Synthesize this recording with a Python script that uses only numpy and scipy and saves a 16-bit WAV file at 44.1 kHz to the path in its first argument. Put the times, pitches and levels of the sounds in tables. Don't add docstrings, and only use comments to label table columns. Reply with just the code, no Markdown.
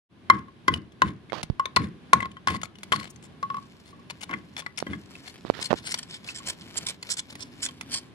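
import sys
import numpy as np
from scipy import signal
from scipy.fft import rfft, irfft, next_fast_len
from scipy.io import wavfile
from scipy.ndimage import map_coordinates

SR = 44100
rng = np.random.default_rng(int(sys.argv[2]) if len(sys.argv) > 2 else 0)


def wav_out(sig):
    wavfile.write(sys.argv[1], SR, np.round(np.clip(np.atleast_2d(sig).T, -1, 1) * 32767).astype(np.int16))


N = 358974

# (time [s], boom level [dB])
LANDINGS = [(0.300, -26.5), (0.682, -24.5), (1.018, -24), (1.766, -22), (2.132, -26), (2.472, -26),
            (2.921, -31), (4.300, -34.5), (4.866, -28)]
# (frequency [Hz], level [dB])
GRIND_SPECTRUM = [(200, -17.5), (700, 0.5), (1100, 1.5), (1500, 1.5), (2100, 5.5), (2600, -0.5),
                  (3400, 1.5), (5000, -7), (8000, -9), (11000, -12.5), (16000, -26)]


def amp(db):
    return 10 ** (np.asarray(db) / 20)


def unit(x):
    return x / np.sqrt(np.mean(x ** 2) + 1e-20)


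def along(points, hz):
    f, v = np.transpose(points)
    return np.interp(np.log(hz + 1), np.log(f + 1), v)


def clock(length_s):
    return np.arange(int(length_s * SR)) / SR


def decay(t, t60_s):
    return amp(-60 * t / t60_s)


def resonance(hz, centre_hz, width_hz, db):
    return db / (1 + (2 * (hz - centre_hz) / width_hz) ** 2)


def wobble(rate_hz, size):
    knots = rng.standard_normal(int(size * rate_hz / SR) + 4)
    return 1.15 * np.interp(np.arange(size) * rate_hz / SR, np.arange(len(knots)), knots)


def filtered(x, response):
    n = x.shape[-1]
    m = next_fast_len(n + 4096)
    return irfft(rfft(x, m) * response(np.fft.rfftfreq(m, 1 / SR)), m)[..., :n]


def coloured(x, level_db):
    size = 2048
    cepstrum = irfft(np.log(amp(level_db(np.fft.rfftfreq(size, 1 / SR))) + 1e-6))
    causal_fold = 1 + np.sign(size / 2 - np.arange(size))
    causal_fold[0] = 1
    kernel = irfft(np.exp(rfft(cepstrum * causal_fold)))
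    return signal.fftconvolve(x, kernel)[:len(x)]


def add(track, start_s, x):
    i = max(round(start_s * SR), 0)
    part = x[..., :max(N - i, 0)]
    track[..., i:i + part.shape[-1]] += part


def panned(x, side_db):
    return x * unit(amp([[side_db / 2], [-side_db / 2]]))


def panned_by_band(x, sides):
    return filtered(x, lambda hz: amp(np.outer([.5, -.5], along(sides, hz))))


def work_side_db(time_s):
    # (time [s], left over right [dB])
    path = [(0.7, 6.5), (4.7, 7), (5.6, 5), (6, -1), (7.1, -3.5), (8, -0.5)]
    return np.interp(time_s, *np.transpose(path)) + 2.5 * rng.standard_normal()


def grit(size, spiky):
    return unit(rng.standard_normal(size) * np.exp(spiky * wobble(4000, size)))


def stroke(length_s, level_db, treble_db, hinge_hz, spiky, judder_db, edge_s):
    t = clock(length_s + .08) - .02
    pressure = (1 + np.tanh(t / edge_s)) * (1 + np.tanh((length_s - t) / (1.027 * edge_s))) / 4
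    grains = grit(len(t), spiky) * amp(judder_db * wobble(260, len(t)))
    progress = np.clip(t / length_s, 0, 1)
    tilt_db = lambda hz: treble_db / 2 * np.tanh(2 * np.log((hz + 1) / hinge_hz))
    colour = lambda hz: level_db(hz) + tilt_db(hz) + 2.5 * wobble(2670, len(hz))
    sound = sum(coloured(grains * pressure * share, colour) for share in (progress, 1 - progress))
    return unit(sound) * np.sqrt(length_s * SR / len(t))


def air():
    # (frequency [Hz], level [dB])
    air_spectrum = [(15, -66), (25, -27), (82, 2), (195, 4), (405, -5.5), (476, -12.5), (936, -20.5),
                    (1070, -16.5), (1260, -26), (1700, -23), (1840, -27.5), (3430, -29), (7710, -48),
                    (11000, -41), (16000, -69)]
    hum_hz, hum_mid_s, hum_half_s = 258, 7.7, .38
    t = np.arange(N) / SR
    common, own = rng.standard_normal(N), rng.standard_normal((2, N))
    own = filtered(own, lambda hz: along([(100, .45), (500, .95), (2000, 3)], hz))
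    noise = filtered(common + own, lambda hz: amp(along(air_spectrum, hz)))
    hum = filtered(rng.standard_normal(N), lambda hz: np.exp(-((hz - hum_hz) / 42) ** 2))
    level_db = -50.5 - 3.5 * np.exp(-t / .69) + 1.8 * wobble(7.6, N)
    swell = 1 / (1 + ((t - hum_mid_s) / hum_half_s) ** 10)
    return amp(level_db) * unit(noise) + amp(-52) * swell * unit(hum)


def room(x):
    # (frequency [Hz], t60 [s])
    walls = [(80, .7), (170, 0.44), (400, .36), (1100, 0.26), (3000, 0.21), (10000, 0.088)]
    hz, t, bins = signal.stft(rng.standard_normal((2, SR // 2)), SR, nperseg=256)
    tail = signal.istft(bins * decay(t, along(walls, hz)[:, None]), SR, nperseg=256)[1]
    tail *= 1 - np.exp(-np.arange(tail.shape[1]) / SR / .0062)
    return signal.fftconvolve(x, tail / np.linalg.norm(tail[0]), axes=1)[:, :N]


def early_echoes(x):
    t = clock(.015)
    scatter = rng.standard_normal((2, len(t))) * np.exp(-t / .002) * (t > .0003)
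    scatter /= np.linalg.norm(scatter, axis=1, keepdims=True)
    echoes = signal.fftconvolve(x, scatter, axes=1)[:, :N]
    return filtered(echoes, lambda hz: amp(along([(1100, -22), (2500, -8), (6000, -5)], hz)))


def hand():
    # (time [s], level [dB], pitch [Hz])
    bumps = [(1.322, -12.5, 596), (1.331, -11.5, 625), (1.436, -20.5, 172), (1.500, -8, 125.2),
             (4.826, -12, 575), (5.450, -18, 309), (5.5, -1.5, 520), (5.592, -17.5, 970), (5.7296, -2, 520),
             (5.740, -12.5, 300)]
    # (time [s], length [s], level [dB], treble [dB])
    brushes = [(1.333, 0.082, -33, 17.5), (5.452, 0.066, -42, 16), (5.539, 0.089, -38, 19),
               (5.704, 0.013, -17, 6), (5.717, 0.028, -32, 1)]
    # (frequency [Hz], level [dB])
    skin_spectrum = [(30, -8), (100, 13.5), (500, 12.5), (1100, 6.5), (2000, -7.5), (4500, -14.5),
                     (8000, -34.5), (15000, -40)]
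    skin_db = lambda hz: along(skin_spectrum, hz)
    out, t = np.zeros(N), clock(.08)
    for start_s, db, pitch_hz in bumps:
        push = np.sin(2 * np.pi * pitch_hz * t) * decay(t, 2.8 / pitch_hz)
        burst = rng.standard_normal(len(t)) * decay(t, .004)
        tap = coloured(burst, lambda hz: skin_db(hz) + 3 * np.log2(hz / 1000 + 1))
        touch = push / abs(push).max() + .66 * np.sqrt(pitch_hz / 600) * tap / abs(tap).max()
        bump = coloured(touch, lambda hz: -10 * np.log10(1 + (.4 * pitch_hz / (hz + 5)) ** 2))
        add(out, start_s, amp(db) * bump)
    for start_s, length_s, db, treble_db in brushes:
        brush = stroke(length_s, skin_db, treble_db,
                       hinge_hz=1340, spiky=.23, judder_db=3.5, edge_s=.0056)
        add(out, start_s - .02, amp(db) * brush)
    return out * amp([[-27], [0]])


def floor_rumble():
    # (frequency [Hz], level [dB])
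    floor_spectrum = [(25, -27.5), (55, -8), (85, 5), (115, 1), (170, 2), (300, -5.5), (420, -9.5),
                      (700, -31.5), (2000, -22.5), (6000, -63.5)]
    # (centre [Hz], width [Hz], gain [dB])
    boards = [(83.1, 11, 5.5), (189, 90, 4), (208, 27, 4), (316, 67, 8)]
    floor_db = lambda hz: along(floor_spectrum, hz) + sum(resonance(hz, *mode) for mode in boards)
    push_db = lambda hz: along([(60, -23), (230, 9), (600, -5), (1500, -32.5)], hz)
    out, t = np.zeros((2, N)), clock(.49)
    swell = (1 - np.exp(-(t / .029) ** 2)) * decay(t, .36)
    for start_s, db in LANDINGS:
        low_hz = 70.1 * 2 ** ((-25 - db) / 10.5)
        noise = rng.standard_normal(len(t)) + .48 * rng.standard_normal((2, len(t)))
        boom = filtered(noise, lambda hz: amp(floor_db(hz)) * hz ** 3 / np.hypot(hz ** 3, low_hz ** 3))
        push = coloured(rng.standard_normal(len(t)) * decay(t, .045), push_db)
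        add(out, start_s, amp(db - 14.5) * unit(boom * swell) + amp(db + 1) * push / abs(push).max())
    return out


def crumbs():
    out, t = np.zeros((2, N)), clock(.0071)
    for start_s, boom_db in LANDINGS:
        delays_s = rng.exponential(.05, size=12)
        for delay_s, (size, pitch, side) in zip(delays_s, rng.standard_normal((len(delays_s), 3))):
            ring_hz = 5500 * np.exp(.35 * pitch)
            colour = lambda hz: along(GRIND_SPECTRUM, hz) + resonance(hz, ring_hz, 4000, db=5)
            tick = unit(coloured(rng.standard_normal(len(t)) * decay(t, .0059), colour))
            db = boom_db - 31.5 + 3.2 * size - 110 * delay_s
            add(out, start_s + .025 + delay_s, panned(amp(db) * tick, 5 + 3 * side))
    return out


def rubbing():
    # (time [s], length [s], level [dB], treble [dB], resonance [Hz])
    rubs = [(2.485, 0.082, -32.5, -11.5, 2010), (2.636, 0.023, -39, -5, 4400),
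            (2.936, 0.033, -30.5, -9, 4520), (2.972, 0.11, -42, -10.5, 4270), (3.1, 0.014, -43, 24, 6000),
            (3.224, 0.042, -48.5, 1.5, 7260), (3.853, 0.065, -53, 0, 4160), (4.1, 0.015, -31, -9, 4430),
            (4.21, 0.033, -34, -0.5, 2900), (4.296, 0.052, -33.5, -64, 1600),
            (4.576, 0.036, -32.5, -5, 3400), (4.779, 0.013, -27, 0, 2860), (4.934, 0.011, -34, -51, 2060),
            (5.255, 0.05, -41.5, -6, 4360)]
    skids = [(start_s + .032, .065, db - 19.5, -11.5, 1613) for start_s, db in LANDINGS]
    out = np.zeros((2, N))
    for start_s, length_s, db, treble_db, ring_hz in rubs + skids:
        colour = lambda hz: along(GRIND_SPECTRUM, hz) + resonance(hz, ring_hz, .13 * ring_hz, db=7)
        rub = stroke(length_s, colour, treble_db + 8,
                     hinge_hz=4500, spiky=.75, judder_db=4.5, edge_s=.003)
        add(out, start_s - .02, panned(amp(db - 4) * rub, work_side_db(start_s)))
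    return out


def clinks():
    # (time [s], level [dB], pitch [Hz], ring over click [dB])
    ticks = [(0.678, -30, 3000, 2), (0.7387, -13.5, 2974, 10.5), (0.92, -46, 3360, 3),
             (1.298, -33, 2140, 13), (1.43, -19.5, 3570, -20), (1.6559, -22, 3580, 19),
             (1.762, -7, 4200, 4), (1.7686, -10.5, 1964, 27), (2.1318, -9.5, 6250, -4),
             (2.204, -16, 2000, 18), (2.315, -39, 3030, 8), (2.6151, -28, 2870, -1),
             (2.6326, -23.5, 6820, 12), (2.7544, -39, 2950, 1), (2.7856, -38.5, 2820, 1.5),
             (2.832, -25.5, 2720, -17), (2.9244, -9, 3200, 8.5), (2.9982, -26, 4320, -5),
             (3.1598, -40, 6270, -0.5), (4.338, -16.5, 2050, 33), (4.5657, -22.5, 3430, 3.5),
             (4.6627, -19, 1990, 20), (4.775, -24.5, 5470, 18), (4.8009, -24, 5700, -3),
             (5.1532, -32, 2590, 11), (5.9418, -13.5, 4610, 1), (6.2443, -35.5, 3390, 4),
             (6.2882, -22, 2600, 14), (7.027, -24, 4450, 2), (7.192, -22, 3460, 21),
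             (7.3532, -29, 1870, -5), (7.4275, -29, 5480, 19), (7.662, -22.5, 3460, 6),
             (7.6872, -27.5, 3160, 11), (7.8098, -22.5, 2050, -4.5)]
    click_db = lambda hz: along(GRIND_SPECTRUM, hz) + 3 * np.log2(hz / 3000 + 1)
    out, t = np.zeros((2, N)), clock(.077)
    for start_s, db, pitch_hz, ring_db in ticks:
        weak_hz = np.clip(pitch_hz * np.exp(rng.normal(0, .4, size=(7, 1))), 900, 10000)
        weak_modes = np.sin(2 * np.pi * weak_hz * t) * decay(t, .015)
        t60_s = .027 * np.sqrt(3000 / pitch_hz)
        ring = np.sin(2 * np.pi * pitch_hz * t) * decay(t, t60_s)
        ring = ring + rng.normal(.28, .25, size=(2, 7)) @ weak_modes
        click = coloured(grit(len(t), spiky=.4) * decay(t, .025), click_db)
        tick = (amp(ring_db) * unit(ring) + unit(click)) * (1 - np.exp(-t / .00057))
        add(out, start_s, panned(amp(db - 20.5) * unit(tick), work_side_db(start_s)))
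    return out


def sliding(bites):
    # (time [s], level [dB])
    contact = [(2.8, -66), (3.05, -55), (3.25, -79), (3.6, -63.5), (4.1, -66.5), (4.7, -62.5), (5.2, -54),
               (6.2, -61.5), (6.75, -53), (7.0, -74), (7.45, -56), (8.14, -73)]
    spectrum_hz_db = [(500, 2.5), (1500, 0), (3500, 4), (8500, -8), (12000, -7), (16000, -26)]
    t = np.arange(N) / SR
    catching = amp(2.5 * wobble(70, N) + 3 * wobble(16, N))
    friction = filtered(grit(N, spiky=.84) * catching, lambda hz: amp(along(spectrum_hz_db, hz)))
    touch = (t > contact[0][0]) * amp(np.interp(t, *np.transpose(contact)))
    drag = np.zeros(N)
    for start_s, length_s, db, _ in bites:
        away_s = np.maximum(abs(t - start_s - length_s / 2) - length_s / 2, 0)
        drag = np.maximum(drag, amp(db - 17.5) * np.exp(-away_s / .028))
    return (touch + drag) * unit(friction)


def knife():
    # (time [s], length [s], level [dB], resonance [Hz])
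    bites = [(5.609, 0.025, -30.5, 3900), (5.641, 0.031, -31.5, 4240), (5.76, 0.045, -42.5, 1790),
             (5.858, 0.073, -32.5, 2040), (5.976, 0.021, -33.5, 1820), (6.028, 0.0093, -37.5, 5300),
             (6.096, 0.076, -40.5, 3580), (6.27, 0.055, -40.5, 2650), (6.349, 0.046, -38, 7500),
             (6.462, 0.045, -30, 3620), (6.609, 0.019, -44.5, 4250), (6.769, 0.018, -25.5, 7350),
             (6.865, 0.041, -28.5, 3700), (7.1, 0.04, -26.5, 7700), (7.172, 0.03, -30.5, 7800),
             (7.298, 0.013, -42.5, 7190), (7.404, 0.032, -38.5, 6100), (7.625, 0.043, -28, 6840),
             (7.918, 0.069, -29, 4320)]
    # (frequency [Hz], level [dB])
    shave_spectrum = [(400, -34), (700, -7.5), (1100, -14.5), (1500, 1.5), (2100, -1.5), (3500, 4.5),
                      (4500, 5), (6300, 0), (8200, -1), (9500, -3), (11300, -8.5), (12700, -33),
                      (15000, -22), (16500, -20)]
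    # (centre [Hz], width [Hz], gain [dB])
    steel_modes = [(1040, 120, 16), (2700, 150, -3), (3230, 360, 7.5), (5150, 770, 2.5), (8500, 1700, 5.5)]
    # (frequency [Hz], left over right [dB])
    knife_sides = [(1000, 5), (2100, 9), (4000, 0.5), (8000, -4), (13000, 12)]
    steel_db = lambda hz: along(shave_spectrum, hz) + sum(resonance(hz, *mode) for mode in steel_modes)
    out = np.zeros((2, N))
    for start_s, length_s, db, ring_hz in bites:
        treble_db = db + 34.5
        colour = lambda hz: steel_db(hz) + resonance(hz, ring_hz, .089 * ring_hz, db=7)
        bite = stroke(length_s, colour, treble_db,
                      hinge_hz=5200, spiky=.5, judder_db=4.5, edge_s=.12 * length_s)
        add(out, start_s - .02, panned(amp(db - 2) * bite, work_side_db(start_s)))
    left, right = panned_by_band(out + sliding(bites), knife_sides)
    lag_s = .00013 + .00004 * wobble(7, N)
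    return np.array([left, map_coordinates(right, [np.arange(N) - lag_s * SR], order=3)])


def rocking(start_s, count, gap_s, pitch_hz):
    times_s = start_s + np.append(0, np.cumsum(gap_s * .58 ** np.arange(count - 1)))
    return [(time_s, -21.5 - 1.2 * k, pitch_hz, -17 - 2.5 * k, -4 - 2.5 * k, .16 * .72 ** k)
            for k, time_s in enumerate(times_s)]


def knocks():
    # (time [s], level [dB], pitch [Hz], relative crack [dB], overtones [dB])
    blows = [(0.2993, 2.5, 1081, -20.5, 2), (0.4823, -42.5, 1077, -19.5, -5),
             (0.6809, -9.5, 1059, -12.5, 7), (1.0189, -8.5, 1047, -12.5, 3.5),
             (1.5958, -12, 1085, -21.5, -6), (1.6562, -29.5, 1046, -4.5, 5), (1.7647, -16, 1026, -9.5, -11),
             (1.7688, -13, 1085, -14, -14), (2.1316, 0, 1080, -15.5, -6), (2.2271, -23.5, 1090, -14, 6),
             (2.2463, -28.5, 1074, -23, 1), (2.2558, -30.5, 1083, -11, -7), (2.368, -40, 1064, -9, 10),
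             (2.4725, -14.5, 1078, -10.5, -15), (2.4824, -19, 1073, -9.5, 10), (2.505, -26, 1068, -17, -4),
             (2.544, -23, 1080, -28, -7), (2.6327, -37.5, 1105, 4, -4), (2.92, -19.5, 1050, -4, 8),
             (2.9329, -13.5, 1102, -17.5, -19), (3.0105, -36, 1072, -13, 3), (3.929, -42.5, 1120, -27, -6),
             (3.9915, -48, 1116, -31, -10), (4.293, -32.5, 1097, -12.5, 1), (4.3109, -39.5, 1065, -2, 5),
             (4.337, -29, 1110, -8.5, 10), (4.6213, -41, 1090, -11, 0), (4.664, -38, 1140, -3, 4),
             (4.867, -38, 1065, -17, 18.5), (4.9319, -34.5, 1120, -11, 15), (6.402, -40.5, 1105, -15, -5),
             (7.69, -43, 1086, -14, -1), (7.953, -38, 1090, -17, -3)]
    # (frequency [Hz], level [dB], share of t60 [ratio])
    slab_modes = [(1100, 1, 1), (1540, -28.5, 0.86), (1679, -11, 0.57), (2048, -13, 1), (2875, -32, 0.48),
                  (3230, -19, 0.58), (4130, -31, .4), (5500, -37, 0.32)]
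    base_hz = slab_modes[0][0]
    held = [(start_s, db, *timbre, .069 / (1 + .55 * amp(db))) for start_s, db, *timbre in blows]
    rocked = rocking(start_s=3.428, count=5, gap_s=.073, pitch_hz=1102)
    # (frequency [Hz], level [dB])
    crack_spectrum = [(100, -4), (400, -1), (900, -0.5), (1400, 12), (2500, -0.5), (4200, -5.5),
                      (6000, -16), (9000, -26), (12000, -26.5), (16000, -43)]
    crack_colour = lambda hz: along(crack_spectrum, hz) + 1.5 * wobble(2000, len(hz))
    out, t = np.zeros(N), clock(.21)
    crushing = (1 - np.exp(-t / .00016)) * np.exp(-t / .0024)
    for start_s, db, pitch_hz, crack_db, overtones_db, t60_s in held + rocked:
        ring = np.zeros(len(t))
        for mode_hz, mode_db, share in slab_modes:
            upper = mode_hz > 1.2 * base_hz
            detune = 1 + upper * rng.normal(0, .018)
            tone = np.sin(2 * np.pi * mode_hz * pitch_hz / base_hz * detune * t)
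            gain = amp(mode_db + upper * (overtones_db + rng.normal(0, 2.5)))
            mode_t60_s = np.clip(t60_s * share, .005, .045 if upper else .2)
            ring += gain * tone * decay(t, mode_t60_s)
        add(out, start_s, amp(db + 2) * ring * (1 - np.exp(-t / .0015)))
        crack = coloured(grit(len(t), spiky=.38) * crushing, crack_colour)
        add(out, start_s, amp(db + crack_db - 10.5) * unit(crack))
    return out


def scene():
    # (frequency [Hz], left over right [dB])
    pile_sides = [(200, 6), (1060, 3.5), (2100, 5), (4000, 1), (9000, 20.5)]
    # (frequency [Hz], phase [rad])
    left_lead = [(100, 0.074), (500, .3), (1065, 1.31), (1500, 2), (2070, 4.7), (3200, 4.6), (5000, 5.9),
                 (9000, 10.6), (16000, 19.5)]
    clay = panned_by_band(knocks(), pile_sides) + clinks() + rubbing() + crumbs()
    clay = filtered(clay, lambda hz: np.exp(-1j * np.outer([0, 1], along(left_lead, hz))))
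    direct = clay + knife()
    return direct + early_echoes(direct) + amp(-21) * room(direct) + floor_rumble() + hand() + air()


def record(dry):
    # (frequency [Hz], gain [dB])
    mic_response = [(5000, 0), (8000, 0), (10500, -4), (13000, -9.5), (15500, -7.5)]
    open_s, fade_s, low_hz, top_hz = .09, .04, 28, 16200
    opened = dry * np.clip((np.arange(N) / SR - open_s) / fade_s, 0, 1)
    highpassed = signal.sosfilt(signal.butter(2, low_hz, "high", fs=SR, output="sos"), opened)
    heard = filtered(highpassed, lambda hz: amp(along(mic_response, hz)))
    clipped = heard / (1 + abs(heard) ** 6) ** (1 / 6)
    return filtered(clipped, lambda hz: 1 / (1 + (hz / top_hz) ** 80))


dry = scene()
out = record(dry)
wav_out(out)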